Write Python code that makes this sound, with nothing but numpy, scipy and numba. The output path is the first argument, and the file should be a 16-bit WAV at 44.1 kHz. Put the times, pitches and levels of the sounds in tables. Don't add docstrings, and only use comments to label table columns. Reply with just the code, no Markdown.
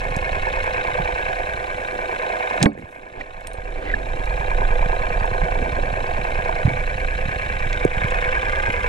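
import sys
import numpy as np
from scipy import signal
from scipy.fft import rfft, irfft
from scipy.io import wavfile
from scipy.ndimage import uniform_filter1d, minimum_filter1d
from numba import njit

SR = 44100
rng = np.random.default_rng(int(sys.argv[2]) if len(sys.argv) > 2 else 0)


def unload_wav(signal):
    wavfile.write(
        sys.argv[1],
        SR,
        np.round(np.clip(np.atleast_2d(signal).T, -1, 1) * 32767).astype(np.int16),
    )


N = 391608
TIME = np.arange(N) / SR
FREQ = np.fft.rfftfreq(N, 1 / SR) + 0.00081
SIDES = np.array([[.5], [-.5]])


def undb(db):
    return 10 ** (np.asarray(db) / 20)


def curve(table, axis=1):
    rows = np.array(table)
    return np.interp(TIME, rows[:, 0], rows[:, axis])


def unit(x):
    return x / np.std(np.atleast_2d(x).mean(axis=0))


def band(lo_hz, hi_hz, order=16):
    return 1 / np.sqrt((1 + (lo_hz / FREQ) ** order) * (1 + (FREQ / hi_hz) ** order))


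def shape(x, response):
    return irfft(rfft(x) * response, N)


def add(track, s, sound):
    i = max(int(s * SR), 0)
    track[i:i + len(sound)] += sound[:max(N - i, 0)]


def walk(rate):
    slow = shape(rng.standard_normal(N), 1 / (1 + (FREQ / rate) ** 2) ** 2)
    return slow / np.std(slow)


def knock(hz, rise):
    t = TIME[:SR // 5]
    envelope = (t / rise) ** 2 * np.exp(2 - 2 * t / rise)
    return envelope * np.sin(2 * np.pi * hz * t)


# (centre [Hz], width [Hz], level [dB], left minus right [dB], phase by which left leads [rad])
HOUSING = [(314, 84, -24.2, -12.2, -1.4), (374, 113, -13.1, -2.8, 0.7), (516, 48, -3.2, -0.2, 0.8),
           (633, 113, -8.0, 3.1, -0.2), (756, 115, -10.6, -20.9, 3.1), (860, 38, -4, -8.7, 2.8),
           (945, 65, -6.2, -3.0, 2.6), (1028, 52, -3.3, -1.8, 2.3), (1219, 49, -13.8, -8.0, 2.7),
           (1560, 115, -7, 1.7, 2.6), (1680, 185, -5.3, -2.9, 2.0), (1950, 190, -14.5, 1.9, 2.2),
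           (2150, 88, -8.5, -0.4, 1.7), (2329, 80, -10.5, -0.9, 1.3), (2485, 150, -16.5, 12, -0.3),
           (2688, 280, -20.2, -9.4, -2.0), (3168, 391, -27.6, 1.1, 1.1), (3744, 853, -28.2, -4.4, 0.5),
           (5313, 492, -35.5, -2.1, 1.5), (6251, 845, -39.3, -0.1, -4.6), (7397, 861, -38.6, 3.8, -1.5),
           (9226, 2608, -43.9, -6.1, -1.6), (12475, 1575, -58.1, 4.0, 4.5)]


def housing():
    left, right, cross = 0, 0, 0
    grid = np.linspace(0, SR / 2, 4096)
    for hz, width, db, pan_db, lead in HOUSING:
        power = undb(db) ** 2 / (1 + 2 * ((grid - hz) / width) ** 2) ** 2
        left = left + power * undb(pan_db)
        right = right + power / undb(pan_db)
        cross = cross + power * np.exp(1j * lead)
    phase = np.unwrap(np.angle(cross))
    left, right, lead = (np.interp(FREQ, grid, v) for v in (left, right, phase))
    return np.sqrt([left, right]) * np.exp(1j * SIDES * lead)


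# (place in the cycle [0-1], length [cycles], body level [dB],
# clatter level [dB], treble level [dB], nominal ring [Hz], ring against noise [dB])
CYCLE = [(.003, 0.0061, -12, -10, 10.5, 4130, 8), (.075, 0.024, -7, 3, 13.5, 4470, -7.5),
         (.18, 0.024, 5, 6.5, 5.5, 2616, -4), (.28, 0.011, -4, 1, 3, 3900, 2),
         (.355, 0.014, 3, 7.5, 9, 2306, -4.5), (.41, 0.013, -3.5, 9.5, 12, 4210, 0.5),
         (.51, 0.031, 4, 3.5, 5.5, 2334, -2.5), (.62, 0.016, 1.5, -0.5, -10, 1680, 3),
         (.7, 0.025, 3, 3, 10, 3650, -17), (.815, 0.016, -1.5, 8, 11.5, 3743, 1.5),
         (.865, 0.014, 8, -0.5, 6.5, 2096, 1.5)]
BETWEEN_STROKES_DB = -5.5
STROKE_JITTER, STROKE_DETUNE, STROKE_GLIDE_PER_S = .003, .03, 12


def rattle(cycles, bend, ring_db, axis, scatter_db=1.1, repeat=0.55):
    chance = rng.standard_normal((int(cycles[-1]) + 3, len(CYCLE), 4))
    power = np.full(N, undb(BETWEEN_STROKES_DB) ** 2)
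    rings = np.zeros(N)
    cycle_s = TIME[-1] / cycles[-1]
    for k, row in enumerate(CYCLE):
        place, length, hz, own_ring_db = row[0], row[1], row[5], row[6]
        nearest = np.rint(cycles - place)
        offset = cycles - place - nearest
        near = np.abs(offset) < .2
        size, phase, late, pitch = chance[nearest[near].astype(int), k].T
        since = offset[near] - STROKE_JITTER * late
        stroke = undb(row[axis] + scatter_db * size) * np.exp(-(since / (2 * length)) ** 2)
        t = since * cycle_s
        ring_hz = hz * bend[near] * (1 + STROKE_DETUNE * pitch)
        turns = ring_hz * (t + STROKE_GLIDE_PER_S * t ** 2 / 2)
        power[near] += stroke ** 2
        rings[near] += undb(ring_db + own_ring_db) * stroke * np.sin(2 * np.pi * (turns + phase))
    count = int(N / cycles[-1])
    same = rng.standard_normal(count)[(cycles % 1 * count).astype(int)]
    share = np.clip(repeat, 0, 1)
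    noise = np.sqrt(share) * same + np.sqrt(1 - share) * rng.standard_normal(N)
    return rings + np.sqrt(power) * noise


# (nominal delay [s], level [dB])
ECHOES = [(.0027, -10), (.0083, -12), (.0118, -14)]
# (time [s], pitch of the resonances [ratio], length of the echo paths [ratio])
SLIDE = [(0, 1.007, 1), (2.5, 0.9996, 1.024), (4.5, 1.004, .98), (6.5, 0.999, 1.01), (7.3, 0.992, .96),
         (8.2, 1.004, 1.007), (8.85, 0.972, 0.84)]


def echoes(x, sway=0.018):
    path = curve(SLIDE, axis=2)
    out = x
    for delay, db in ECHOES:
        delays = delay * path * (1 + sway * walk(0.38))
        out = out + undb(db) * np.interp(TIME - delays, TIME, x)
    return out


def wavering(x, response, ratio):
    clock = np.cumsum(ratio)
    clock = clock * TIME[-1] / clock[-1]
    rung = shape(np.interp(TIME, clock, x), response)
    return np.array([np.interp(clock, TIME, side) for side in rung])


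# (time [s], level [dB], place in the cycle [0-1])
POUND = [(0, -24, .51), (.55, -14, .525), (1.1, -13.5, .52), (1.45, -27, .5), (1.85, -24, .51),
         (2.3, -13.5, .5), (3.3, -23, .49), (4.1, -20, .5), (4.6, -11.5, .505), (5.1, -14.5, .52),
         (5.7, -21.5, .5), (6.4, -15, .5), (7.1, -26, .53), (7.6, -27, .56), (8.15, -19, .58),
         (8.85, -21, .56)]
# (delay [cycles], level [dB])
POUND_STROKES = [(0, 0), (.115, -8), (.675, -9)]
POUND_HZ, POUND_RISE_S = 940, .002


def pounding(cycles, ears, scatter_db=2.0, detune=.025, pan_db=-5.5):
    out = np.zeros(N)
    times, levels, places = np.transpose(POUND)
    chance = rng.standard_normal((int(cycles[-1]) + 1, len(POUND_STROKES), 2))
    for k, strokes in enumerate(chance):
        now = np.interp(k + .5, cycles, TIME)
        db, place = np.interp(now, times, levels), np.interp(now, times, places)
        for (later, stroke_db), (size, pitch) in zip(POUND_STROKES, strokes):
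            peak_s = np.interp(k + place + later, cycles, TIME, right=N / SR + 1)
            gain = undb(db + stroke_db + scatter_db * size)
            add(out, peak_s - POUND_RISE_S, gain * knock(POUND_HZ * (1 + detune * pitch), POUND_RISE_S))
    phase_only = ears / np.abs(ears)
    return shape(out, band(780, 1020, order=24) * phase_only) * undb(SIDES * pan_db)


# (time [s], working cycles per second [Hz])
SPEED = [(0.0, 9.592), (1.0, 9.651), (2.0, 9.625), (3.0, 9.569), (4.0, 9.727), (5.0, 9.585), (6.0, 9.605),
         (7.0, 9.591), (8.0, 9.694), (9.0, 9.667)]
# (time [s], body level [dB], clatter level [dB])
DRONE = [(0, -34, -37.5), (.8, -32, -34.5), (1.85, -34.5, -40), (2.55, -31.5, -35.5), (3.1, -34, -39.5),
         (4.1, -35.5, -40.5), (4.7, -30, -39.5), (6.0, -32, -40), (6.5, -31, -37), (6.95, -36.5, -38.5),
         (7.6, -37.5, -35.5), (8.2, -31.5, -32.5), (8.85, -33.5, -32)]
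# (low edge [Hz], high edge [Hz], level against the clatter [dB],
# share of the body's swell [ratio], share of the clatter's swell [ratio])
UPPER = [(1122, 1535, -1.5, 0.65, 0.64), (1940, 3130, 1, 0.024, 1), (2604, 5360, -8, 0.03, 0.55)]
# (time [s], pitch [ratio])
RATTLE_BEND = [(0, 0.98), (2.5, 0.98), (4.4, 0.95), (5.8, 1.04), (6.9, 1.01), (7.6, 0.95), (8.85, 0.73)]
BODY_RING_DB, CLATTER_RING_DB, TREBLE_RING_DB = -12, -8, -7.5
HUM_HZ, HUM_WIDTH_HZ, HUM_DB = 517, 83, -41.5
SING_HZ, SING_WIDTH_HZ, SING_DB = 1660, 17, -11


def engine(ears, fizz_db=-62.0, waver_db=.5, drift=0.01):
    cycles = np.cumsum(curve(SPEED)) / SR
    bend = curve(SLIDE) * (1 + drift * walk(1.8))
    body = echoes(rattle(cycles, bend, BODY_RING_DB, axis=2))
    clatter = echoes(rattle(cycles, bend, CLATTER_RING_DB, axis=3))
    treble = echoes(rattle(cycles, bend * curve(RATTLE_BEND), TREBLE_RING_DB, axis=4))
    body_db, clatter_db = curve(DRONE, axis=1), curve(DRONE, axis=2)
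    body_swell = body_db - body_db.mean()
    clatter_swell = clatter_db - clatter_db.mean()
    layers = [(body, band(340, 1005), body_db)]
    for x, (low_hz, high_hz, db, with_body, with_clatter) in zip((clatter, clatter, treble), UPPER):
        swell_db = with_body * body_swell + with_clatter * clatter_swell
        layers.append((x, band(low_hz, high_hz), clatter_db.mean() + db + swell_db))
    hum = (HUM_HZ, HUM_WIDTH_HZ, HUM_DB)
    sing = (SING_HZ, SING_WIDTH_HZ, clatter_db + SING_DB)
    for hz, width, db in (hum, sing):
        layers.append((body, 1 / (1 + ((FREQ - hz) / width) ** 4), db))
    drone = 0
    for x, passed, db in layers:
        drone = drone + unit(wavering(x, ears * passed, bend)) * undb(db + waver_db * walk(1.6))
    fizz = unit(shape(treble, ears * band(5300, 10700))) * undb(fizz_db + clatter_swell)
    return pounding(cycles, ears) + drone + fizz


def crackle(ears, level_db=-58.5, spread_db=1.5):
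    sizes = np.repeat(rng.exponential(size=N // 32 + 1), 32)[:N]
    grains = rng.standard_normal((2, N)) * undb(spread_db * sizes)
    return unit(shape(grains, ears * band(5900, 18000))) * undb(level_db)


# (time [s], level of the slow swells [dB], level of the eddies [dB])
FLOW = [(0, -28, -34.5), (1.0, -31, -37), (1.8, -37.5, -43), (2.5, -44.5, -48), (3.3, -28, -37),
        (3.7, -23, -36.5), (4.15, -23, -33), (4.75, -15.5, -34), (5.15, -24, -33.5), (7.2, -27.5, -34),
        (8.1, -24.5, -34), (8.85, -29, -33)]
# (frequency [Hz], level [dB])
FLOW_COLOUR = [(6, -20), (15, -1), (28, 0), (45, -4), (70, -11), (120, -21), (200, -29), (320, -38),
               (600, -60), (4000, -120)]


def flow(surge_db=-0.3):
    hz, db = np.transpose(FLOW_COLOUR)
    colour = undb(np.interp(np.log(FREQ), np.log(hz), db))
    swells = unit(shape(rng.standard_normal(N), colour * band(2.8, 41.2)))
    eddies = unit(shape(rng.standard_normal(N), colour * band(50.3, 980)))
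    return swells * undb(curve(FLOW) + surge_db * walk(4.2)) + eddies * undb(curve(FLOW, axis=2))


# (time of the peak [s],
# level [dB], swell time constant [s], fade time constant [s], low edge [Hz], high edge [Hz])
RUBS = [(2.636, -13.5, 0.011, .012, 303, 745), (2.662, 13, 0.003, 0.014, 170, 700),
        (2.73, -14.5, 0.047, 0.05, 54.8, 250), (2.785, -20, 0.0063, 0.015, 175, 800),
        (2.795, -38, .012, 0.012, 1750, 2450), (2.785, -45, .012, .02, 6770, 9500),
        (2.92, -47.5, 0.038, .05, 6800, 9300), (3.2, -28.5, 0.23, 0.057, 270, 790),
        (3.212, -30.5, 0.025, 0.0072, 1750, 2490), (3.9, -28, 0.13, 0.17, 276, 740),
        (3.91, -27.5, 0.08, 0.03, 1650, 2120), (5.68, -31, 0.083, 0.081, 110, 496),
        (6.67, -27, .01, 0.05, 90, 260)]
GRIP_DB, GRIP_HZ = -45, 288


def rubbing(grip_db=3.5):
    friction = rfft(rng.standard_normal(N) * undb(grip_db * walk(38)))

    def rustle(low_hz, high_hz):
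        return unit(irfft(friction * band(low_hz, high_hz, order=8), N))

    out = undb(GRIP_DB) * rustle(GRIP_HZ / 2, GRIP_HZ * 2)
    for s, db, swell, fade, low_hz, high_hz in RUBS:
        away = np.maximum((s - TIME) / swell, (TIME - s) / fade)
        out = out + undb(db) * np.exp(-np.minimum(away, 20)) * rustle(low_hz, high_hz)
    return out


THROB_OVER_EDDIES_DB = 12.5


def throb(throb_hz=9.8, pitch_hz=72, offbeat_db=-4.0, scatter_db=3.5):
    out = np.zeros(N)
    times, _, eddies_db = np.transpose(FLOW)
    beats = np.arange(.012, N / SR, .5 / throb_hz)
    chance = rng.standard_normal((len(beats), 3))
    for k, (s, (size, pitch, late)) in enumerate(zip(beats, chance)):
        throb_db = np.interp(s, times, eddies_db) + THROB_OVER_EDDIES_DB
        db = throb_db + offbeat_db * (k % 2) + scatter_db * size
        add(out, s + .001 * late, undb(db) * knock(pitch_hz * np.exp(.15 * pitch), .003))
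    return out


TICKS_PER_S, TICK_DB, TICK_HZ, TICK_T60_S = 0.99, -40.5, 6750, 0.0095


def stray_ticks():
    gaps, sizes, pitches = rng.uniform(-1, 1, (40, 3)).T
    times = np.cumsum(1 + .7 * gaps) / TICKS_PER_S
    rows = zip(times, TICK_DB + 2.5 * sizes, TICK_HZ * 2 ** (pitches / 4))
    return [(s, db, hz, .5, TICK_T60_S) for s, db, hz in rows if s < N / SR]


# (time [s], level before the housing's tint [dB], centre [Hz], spread [octaves], t60 [s])
CLICKS = [(.164, -25.5, 5550, 0.62, 0.025), (.64, -37, 7800, .3, .008), (2.618, -24, 3500, .57, 0.046),
          (2.628, 3, 5580, 0.5, 0.009), (2.6279, 0, 2330, 0.67, 0.03), (2.6285, -4.5, 8100, 0.24, 0.0052),
          (2.632, -17, 7000, 0.32, 0.069), (2.6443, -25, 7200, .4, .012), (2.657, 2, 2750, 0.28, 0.023),
          (2.661, 15.5, 1620, 0.25, .014), (2.658, -14, 5000, 0.55, .045), (2.731, -31, 7500, .15, .02),
          (2.777, -11, 2030, 0.22, 0.025), (2.796, -19, 2050, 0.22, 0.017), (3.185, -30, 2280, .3, 0.033),
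          (3.211, -17.5, 2160, .25, 0.039), (3.211, -33, 7000, .3, .02), (3.407, -34, 6940, .57, .01),
          (3.4712, -15, 7400, 0.44, 0.011), (3.471, -15.5, 2500, .5, 0.012),
          (3.5333, -27, 7000, 0.53, .008), (4.257, -36, 6550, .57, .012), (7.7295, -22.5, 4960, .4, 0.008),
          (7.7294, -13, 2200, 0.46, .01), (7.7435, -32, 2300, 0.11, .025), (7.85, -27, 8000, 0.28, 0.011),
          (8.107, -30, 7400, 0.13, .008)]


def clicks(ears):
    out, t = np.zeros(N), TIME[:SR // 5]
    freq = np.fft.rfftfreq(len(t), 1 / SR) + 1
    lead = .002
    for s, db, hz, octaves, t60 in CLICKS + stray_ticks():
        decay = (t >= lead) * np.exp(-np.log(1000) * (t - lead) / t60)
        burst = rng.standard_normal(len(t)) * decay
        colour = np.exp(-.5 * (np.log2(freq / hz) / octaves) ** 2)
        crack = irfft(rfft(burst) * colour, len(t))
        add(out, s - lead, undb(db) * crack / np.abs(crack).max())
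    gain = np.abs(ears).mean(axis=0)
    return shape(out, uniform_filter1d(gain, size=2000) / uniform_filter1d(gain, size=9000))


# (time [s], level [dB], pitch [Hz], rise time [s])
KNOCKS = [(0.168, -13, 127, 0.0019), (0.995, -19, 154, 0.0062), (2.613, -9, 153.2, 0.015),
          (2.6372, 1.5, 228, 0.0036), (2.6589, 22, 340, 0.00062), (2.751, -9, 520, 0.0018),
          (2.775, -9, 340, 0.0024), (2.796, -8.5, 260, 0.0018), (2.838, -13, 90, 0.0059),
          (3.543, -16, 520, 0.0022), (4.79, -27, 615, 0.0015), (5.429, -20.5, 153, 0.0074),
          (5.789, -13.5, 565, 0.0023), (6.189, -20, 146, 0.0036), (6.651, -3, 105, 0.0048),
          (6.678, -8, 109, 0.0029), (6.702, -23, 123.3, 0.028), (7.256, -21, 155, 0.0037),
          (7.284, -14, 78, 0.0025), (7.8508, 3.5, 415, 0.0018), (7.855, -5.5, 143, 0.0027),
          (8.045, -11, 108, 0.0035), (8.696, -13, 145, 0.00088)]


def gear_knocks():
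    out = np.zeros(N)
    for s, db, hz, rise in KNOCKS:
        add(out, s, undb(db) * knock(hz, rise))
    return out


# (frequency [Hz], level [dB], t60 [s])
SPEAR = [(219, 5.5, 0.11), (292, 3.5, 0.12), (389, -3, 0.13), (568, -7, 0.13), (670, -9, 0.1),
         (800, -4, 0.05), (1070, -6, 0.057), (2240, -16.5, 0.12), (2560, -32, 0.1), (4440, -33, 0.11),
         (8700, -36, 0.1), (9458, -56, 0.1)]
# (time [s], level [dB], lowest excited frequency [Hz])
SPEAR_HITS = [(2.66, 11, 99), (3.47, 8, 7130), (3.5334, 0.5, 7500)]


def spear():
    out, t = np.zeros(N), TIME[:SR // 2]
    for s, db, low_hz in SPEAR_HITS:
        for hz, mode_db, t60 in SPEAR:
            excited = 1 / (1 + (low_hz / hz) ** 6)
            ring = np.exp(-np.log(1000) * t / t60) * np.sin(2 * np.pi * hz * t)
            add(out, s, excited * undb(db + mode_db) * ring)
    return out


# (time [s], level [dB], pitch [Hz])
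SQUEAKS = [(3.209, -11, 1920), (3.213, -15, 2350), (3.871, -21, 2030), (3.9, -14, 1980), (3.917, -22, 1970),
           (3.938, -4, 1710)]
SQUEAK_RISE_S = 0.0029


def line_squeaks():
    out = np.zeros(N)
    for s, db, hz in SQUEAKS:
        add(out, s, undb(db) * knock(hz, SQUEAK_RISE_S))
    return out


def scene(pan_db=-4.0, twist=1.96, treble_twist=0.17):
    ears = housing()
    lead = twist * band(410, 3300, order=4) - treble_twist * band(6000, 14000, order=4)
    contact = undb(SIDES * pan_db) * np.exp(1j * SIDES * lead)
    distant = engine(ears) + crackle(ears)
    close = flow() + rubbing() + throb() + clicks(ears) + gear_knocks() + spear() + line_squeaks()
    return distant + shape(close, contact)


@njit
def limiter(peak, ceiling, hold, creep, release):
    gains, gain, wait = np.empty(len(peak)), 1., 0.
    for i in range(len(peak)):
        if peak[i] * gain > ceiling:
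            gain, wait = ceiling / peak[i], hold
        else:
            gain = min(1., gain * (creep if wait > 0 else release))
            wait -= 1
        gains[i] = gain
    return gains


TOP_HZ = 14400


def record(dry, ceiling=1.0, overshoot_db=7, hold_s=0.61, creep_db_per_s=10.5, release_db_per_s=10.5,
           quick_db_per_s=42):
    peak = -minimum_filter1d(-np.abs(dry).max(axis=0), size=89)
    rates = (creep_db_per_s, release_db_per_s, quick_db_per_s)
    creep, release, quick = (float(undb(rate / SR)) for rate in rates)
    gain = limiter(peak, float(ceiling * undb(overshoot_db)), float(hold_s * SR), creep, release)
    gain = gain * limiter(peak * gain, float(ceiling), 0., quick, quick)
    limited = dry * uniform_filter1d(gain, size=89)
    top_cut = signal.ellip(10, .2, 100, TOP_HZ, fs=SR, output="sos")
    return signal.sosfilt(top_cut, limited)


dry = scene()
out = record(dry)
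unload_wav(out)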